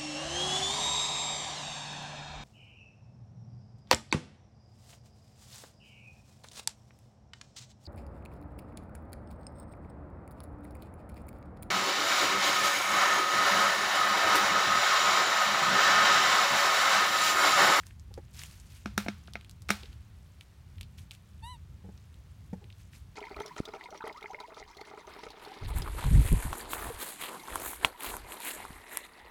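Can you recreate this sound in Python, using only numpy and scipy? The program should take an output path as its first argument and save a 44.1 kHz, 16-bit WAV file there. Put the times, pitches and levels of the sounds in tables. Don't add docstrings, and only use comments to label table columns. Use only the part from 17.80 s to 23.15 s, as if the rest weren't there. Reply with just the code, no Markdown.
import sys
import numpy as np
from scipy import signal
from scipy.fft import rfft, irfft
from scipy.io import wavfile
from scipy.ndimage import uniform_filter1d

SR = 44100
rng = np.random.default_rng(int(sys.argv[2]) if len(sys.argv) > 2 else 0)


def to_wav(sig):
    pcm = np.clip(np.atleast_2d(sig), -1, 1) * 32767
    pcm = np.round(pcm).astype(np.int16)
    wavfile.write(sys.argv[1], SR, pcm.T)


N = 236133
TIME = np.arange(N) / SR
AGE = np.arange(SR // 2) / SR

# frequency in Hz, relative level in dB.
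WIND_SPECTRUM = [(20, -31), (32, -25.5), (48, -4), (72, 1.5), (100, -2), (135, -9.5), (190, -15.5),
                 (260, -25.5), (400, -33.5), (800, -134.5)]
# frequency in Hz, relative level in dB.
HUSH_SPECTRUM = [(200, -2.5), (400, -1.5), (700, -3.5), (1100, -4), (1600, -6), (2500, -8), (4000, -10.5),
                 (6500, -15), (9500, -18), (11000, -20), (16000, -21.5)]
# time in seconds, relative level in dB.
RUMBLE_LEVELS = [(0.0, -52.5), (2.1, -53.5), (2.7, -57.5), (3.03, -51.5), (3.5, -57), (3.95, -52.5),
                 (4.25, -57), (4.5, -52), (4.8, -55.5), (5.35, -54.5)]
# start in seconds, low thump in dB, hollow knock in dB, t60 in seconds.
BUMPS = [(.305, -57, -53.5, .08), (.373, -66, -37.5, 0.054), (2.028, -58, -51, 0.075),
         (4.038, -47, -52.5, 0.24), (4.086, -44.5, -48, 0.051), (4.729, -30.5, -38, 0.04),
         (4.751, -45.5, -55, 0.15), (4.811, -67, -54.5, 0.26)]
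# frequency in Hz, relative level in dB.
HOLLOW_SPECTRUM = [(100, 1), (260, -3), (400, 4), (520, 2), (660, -13.5), (840, -2.5), (1020, -27),
                   (1600, -17.5), (2300, -25.5), (3000, -37), (9000, -20)]
# start in seconds, thud in dB, clack in dB, contact hardness (treble limit) in Hz,
# pitch favoured by the spot struck in Hz, pitch muted by it in Hz, contact length in seconds,
# wash level in dB relative to the clack.
KNOCKS = [(1.0573, -28, -30, 4560, 1250, 1900, 0.0036, -18),
          (1.1768, -22, -19, 12000, 1390, 2180, 0.0042, -16.5),
          (1.261, -33, -34, 1350, 676, 1240, 0.0049, -25),
          (1.2825, -24.5, -25.5, 3670, 640, 1160, 0.0045, -20.5),
          (1.479, -48.5, -46.5, 1100, 1180, 1990, 0.0044, -17.5),
          (1.5541, -43, -29.5, 2300, 2250, 1200, 0.0024, -22),
          (1.891, -37, -27.5, 6440, 2400, 654, 0.00033, -16.5),
          (1.902, -22.5, -16, 9000, 1720, 3600, 0.0062, -17.5)]
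# frequency in Hz, t60 in seconds, relative level in dB.
CASE_MODES = [(288, 0.038, -28.5), (416, 0.025, -24.5), (538, 0.012, -10), (697, 0.045, -8),
              (839.5, .022, -7), (1242, 0.0066, -4.5), (1358, 0.0085, 4.5), (1540, 0.0082, -6.5),
              (2140, 0.013, -4.5), (2293, 0.014, -8), (2494, .014, -9.5), (3730, 0.018, -15),
              (4110, 0.019, -15), (5350, 0.011, -1.5), (5670, 0.03, -22), (8160, 0.0053, -29),
              (9060, 0.018, -6.5), (11500, 0.0037, -6), (14000, 0.0023, 1)]
# frequency in Hz, t60 in seconds, relative level in dB.
THUD_MODES = [(204, 0.15, -2.5), (281.5, 0.03, -3), (365, 0.046, -9)]
# frequency in Hz, relative level in dB.
WASH_SPECTRUM = [(150, -22), (300, -7.5), (900, -4), (1350, 1.5), (1900, -1), (3700, -2.5), (6000, -7),
                 (9000, -13), (16000, -17.5)]
# start in seconds, time to press down in seconds,
# level in dB before the fine and coarse balance, t60 of the settling in seconds.
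RUSTLES = [(0.0, 0.0059, -55, 0.27), (.05, .015, -57, 0.24), (0.519, 0.075, -46, 1),
           (0.858, 0.11, -57, 0.37), (2.604, 0.0056, -59, 0.16), (3.169, 0.019, -54.5, 0.27),
           (3.321, 0.016, -55.5, 0.16), (4.95, 0.062, -60.5, 0.21), (5.115, 0.035, -53, 0.26)]
# frequency in Hz, relative level in dB.
LITTER_SPECTRUM = [(290, -28), (500, 4.5), (855, -12), (933, -6.5), (1080, -7.5), (2540, -2), (5020, -5),
                   (6420, -4.5), (11800, -9.5), (16000, -15)]
# start in seconds, level in dB, centre in Hz,
# crisp treble in dB relative to the body.
SNAPS = [(.067, -64.5, 6300, 17), (.196, -57.5, 6350, -1), (.340, -50.5, 4600, 0.5),
         (.592, -41.5, 5850, -19), (.635, -43.5, 2840, 3), (0.799, -54, 7660, -4), (1.535, -45, 4380, -2),
         (1.610, -51, 3120, -7), (1.646, -52, 3130, -6), (1.695, -53.5, 3840, 4.5), (1.711, -59, 5130, 7.5),
         (1.82, -62, 5200, 10.5), (1.887, -47.5, 3500, 2.5), (2.609, -45.5, 3100, -7.5),
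         (3.01, -41.5, 3330, -2), (3.030, -48.5, 3750, -6), (3.309, -41, 3630, -8.5),
         (3.315, -49, 3230, 1.5), (3.349, -55, 3290, 0), (4.342, -61.5, 3400, -1)]
# start in seconds, level in dB, centre in Hz.
CRUNCHES = [(0.031, -51, 1910), (.105, -53, 2300), (0.614, -44.5, 2230), (1.472, -50.5, 3920),
            (2.03, -45, 3650), (2.055, -51, 3840), (2.126, -55.5, 3500), (2.98, -54.5, 3020),
            (3.182, -53, 3300), (4.174, -59.5, 5140), (4.839, -55.5, 3120), (4.899, -52, 2930),
            (4.923, -54.5, 3640), (5.131, -53, 2360)]
# frequency in Hz, relative level in dB.
CRISP_SPECTRUM = [(400, -10.5), (1300, -3), (2200, -9.5), (7500, -0.5), (11000, -5.5), (16000, -14.5)]
# frequency in Hz, gain in dB.
THROAT_SPECTRUM = [(900, 6), (1900, -9), (2800, -5.5), (4000, -4), (4500, -6.5), (5000, -40), (6000, -19),
                   (7000, -37), (8100, -13), (9000, -21), (9900, -19), (11000, -18), (12000, -34),
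                   (15000, -37)]

WIND_DB, HUSH_DB = -49.5, -68
SOFT_HAND_HZ = 3500
REBOUND_S = .00052
CRUSH_DB, COARSE_DB, PATTER_DB = -5.5, -10.5, -76.5
CRUSH_PER_S, COARSE_PER_S, PATTER_PER_S = 1800, 77, 180
SNAP_S, CRUNCH_S = .002, .007
CRUNCH_TREBLE_DB = -11
CRUMB_DB, CRUMB_T60_S = -11.5, 0.09
SQUEAK_START_S, SQUEAK_RISE_S, SQUEAK_FALL_S = 3.621, 0.092, 0.06
SQUEAK_FOOT_HZ, SQUEAK_TOP_HZ, ARCH_SHAPE = 871, 1006, 1.25
SQUEAK_DB, SQUEAK_ATTACK_S, SQUEAK_RELEASE_S = -45.5, .022, 0.06
RASP_DB, RASP_GLIDE_DB = -31, 14
TOP_HZ = 16200


def undb(db):
    return 10 ** (np.asarray(db) / 20)


def unit(x):
    return x / np.sqrt(np.mean(x ** 2))


def unit_attack(x):
    return x / np.sqrt(uniform_filter1d(x ** 2, size=88, mode="constant").max())


def fade(t60):
    return np.exp(-np.log(1000) * AGE / t60)


def near(hz, centre, octaves):
    return np.exp(-(np.log2(hz / centre) / octaves) ** 2)


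def gain_at(hz, spectrum):
    f, db = np.transpose(spectrum)
    return undb(np.interp(np.log(np.maximum(hz, 1)), np.log(f), db))


def colour(x, spectrum):
    gain = gain_at(np.fft.rfftfreq(len(x), 1 / SR), spectrum)
    return unit(irfft(rfft(x) * gain, len(x)))


def butter(x, hz, kind, order=2):
    sos = signal.butter(order, np.minimum(hz, .47 * SR), kind, fs=SR, output="sos")
    return signal.sosfilt(sos, x)


def drift(rate):
    k = int(SR / rate)
    steps = np.repeat(rng.standard_normal(N // k + 1), k)
    smooth = uniform_filter1d(uniform_filter1d(steps, k), k)
    return unit(smooth[:N])


def add(out, t, x):
    i = max(int(t * SR), 0)
    out[i:i + len(x)] += x[:N - i]


def chatter(length):
    age = AGE[:1024]
    gate = np.exp(-(age / length) ** 4) * (1 - np.exp(-4 * age / length))
    force = rng.standard_normal(len(gate)) * gate
    for _ in range(6):
        flat = irfft(np.exp(1j * np.angle(rfft(force))))
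        force = flat * gate
    return np.pad(force, (0, len(AGE) - len(force)))


def crackle(count, rate, spread_db):
    hit = rng.random(count) < rate / SR
    sign = rng.choice([-1, 1], count)
    strength = np.minimum(rng.exponential(size=count), 3.5)
    return hit * sign * undb(spread_db * strength)


def wind():
    level = unit(undb(np.interp(TIME, *np.transpose(RUMBLE_LEVELS))))
    eddies, breeze = undb(1.2 * drift(12)), undb(.4 * drift(3))
    rumble = colour(rng.standard_normal(N), WIND_SPECTRUM) * undb(WIND_DB) * level * eddies
    hush = colour(rng.standard_normal(N), HUSH_SPECTRUM) * undb(HUSH_DB) * breeze
    return rumble + hush


def bumps():
    out = np.zeros(N)
    for t, thump_db, hollow_db, t60 in BUMPS:
        push = fade(t60) * (1 - np.exp(-AGE / .003)) ** 2
        thump = unit_attack(np.sin(2 * np.pi * 190 * AGE) * push)
        hollow_noise = colour(rng.standard_normal(len(AGE)), HOLLOW_SPECTRUM)
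        hollow = unit_attack(butter(hollow_noise, SOFT_HAND_HZ, "low") * push)
        add(out, t, undb(thump_db) * thump + undb(hollow_db) * hollow)
    return out


def camera_thud():
    thud = 0
    for k, (hz, t60, db) in enumerate(THUD_MODES):
        side = (-1) ** k
        thud += side * undb(db) * np.sin(2 * np.pi * hz * AGE) * fade(t60)
    return thud


def knocks():
    thud = camera_thud()
    out = np.zeros(N)
    for t, thud_db, clack_db, hard_hz, spot_hz, node_hz, length, wash_db in KNOCKS:
        case, linger = 0, 0
        for hz, t60, db in CASE_MODES:
            spot_db = 6 * near(hz, spot_hz, .42) - 11 * near(hz, node_hz, .25)
            case += undb(db + spot_db) * np.cos(2 * np.pi * hz * AGE) * fade(t60)
            linger += gain_at(hz, WASH_SPECTRUM) * np.sin(2 * np.pi * (hz * AGE + rng.random()))
        force = chatter(length)
        force += .3 * np.roll(force, int(REBOUND_S * SR))
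        ring = signal.fftconvolve(force, case)[:len(AGE)]
        ring -= .75 * butter(ring, [.87 * node_hz, 1.15 * node_hz], "band", order=1)
        clack = unit_attack(butter(ring, hard_hz, "low"))
        diffuse = colour(rng.standard_normal(len(AGE)), WASH_SPECTRUM)
        wash = diffuse + unit(linger) * fade(.5)
        rattle = undb(1.5 * drift(200)[:len(AGE)])
        wash = unit(butter(wash, 1.7 * hard_hz, "low") * rattle)
        wash *= (fade(0.12) + undb(-12.5) * fade(0.64)) * (1 - np.exp(-AGE / 0.00069))
        add(out, t, undb(thud_db) * thud + undb(clack_db) * (clack + undb(wash_db) * wash))
    return out


def leaves(rate):
    total = np.zeros(N)
    for hz in 700 * 2 ** (np.arange(9) / 2):
        total += butter(crackle(N, rate, 4.5), [hz, hz * np.sqrt(2)], "band")
    return colour(total, LITTER_SPECTRUM)


def rustle():
    effort = np.zeros(N)
    for t, press, db, t60 in RUSTLES:
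        pressing = np.clip((TIME - t) / press, 0, 1)
        settling = np.exp(-np.log(1000) * np.maximum(TIME - t - press, 0) / t60)
        effort += undb(db) * pressing * settling
    crush = leaves(CRUSH_PER_S) * undb(1.2 * drift(90))
    coarse = leaves(COARSE_PER_S)
    patter = leaves(PATTER_PER_S) * undb(2.5 * drift(9))
    return effort * (undb(CRUSH_DB) * crush + undb(COARSE_DB) * coarse) + undb(PATTER_DB) * patter


def fracture(db, hz, treble_db, length):
    crumbs = unit(crackle(len(AGE), 3000, 3.5))
    force = unit_attack(chatter(length)) + undb(CRUMB_DB) * crumbs * fade(CRUMB_T60_S)
    body = unit_attack(butter(force, [0.65 * hz, 1.27 * hz], "band"))
    edge = unit_attack(colour(force, CRISP_SPECTRUM))
    return undb(db) * (body + undb(treble_db) * edge)


def snaps():
    out = np.zeros(N)
    for t, db, hz, treble_db in SNAPS:
        add(out, t, fracture(db, hz, treble_db, SNAP_S))
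    for t, db, hz in CRUNCHES:
        add(out, t, fracture(db, hz, CRUNCH_TREBLE_DB, CRUNCH_S))
    return out


def squeak():
    age, length = TIME - SQUEAK_START_S, SQUEAK_RISE_S + SQUEAK_FALL_S
    arch = np.interp(age, [0, SQUEAK_RISE_S, length], [0, np.pi / 2, np.pi])
    pitch = SQUEAK_FOOT_HZ + (SQUEAK_TOP_HZ - SQUEAK_FOOT_HZ) * np.sin(arch) ** ARCH_SHAPE
    attack = np.clip(age / SQUEAK_ATTACK_S, 0, 1)
    release = np.clip((length - age) / SQUEAK_RELEASE_S, 0, 1)
    jitter = .0025 * unit(butter(rng.standard_normal(N), 200, "low"))
    phase = 2 * np.pi * np.cumsum(pitch * (1 + jitter)) / SR
    voice = sum(gain_at(k * pitch, THROAT_SPECTRUM) * np.sin(k * phase) for k in range(1, 15))
    breath = unit(butter(rng.standard_normal(N), [7500, 11000], "band"))
    rasp = breath * (1 + np.cos(phase))
    rasp_db = RASP_DB + RASP_GLIDE_DB * np.sin(2 * arch) ** 2
    return (unit(voice) + undb(rasp_db) * rasp) * undb(SQUEAK_DB) * attack * release


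def forest(x):
    echo = butter(rng.standard_normal(len(AGE)), 6000, "low") * fade(0.13) * (1 - np.exp(-AGE / 0.0044))
    return x + undb(-28.0) * signal.fftconvolve(x, echo / np.linalg.norm(echo))[:N]


def scene():
    animals = forest(rustle() + snaps() + squeak())
    return (wind() + bumps() + knocks() + animals)[None]


def record(dry):
    return signal.sosfilt(signal.ellip(8, .2, 70, TOP_HZ, fs=SR, output="sos"), dry)


dry = scene()
out = record(dry)
to_wav(out)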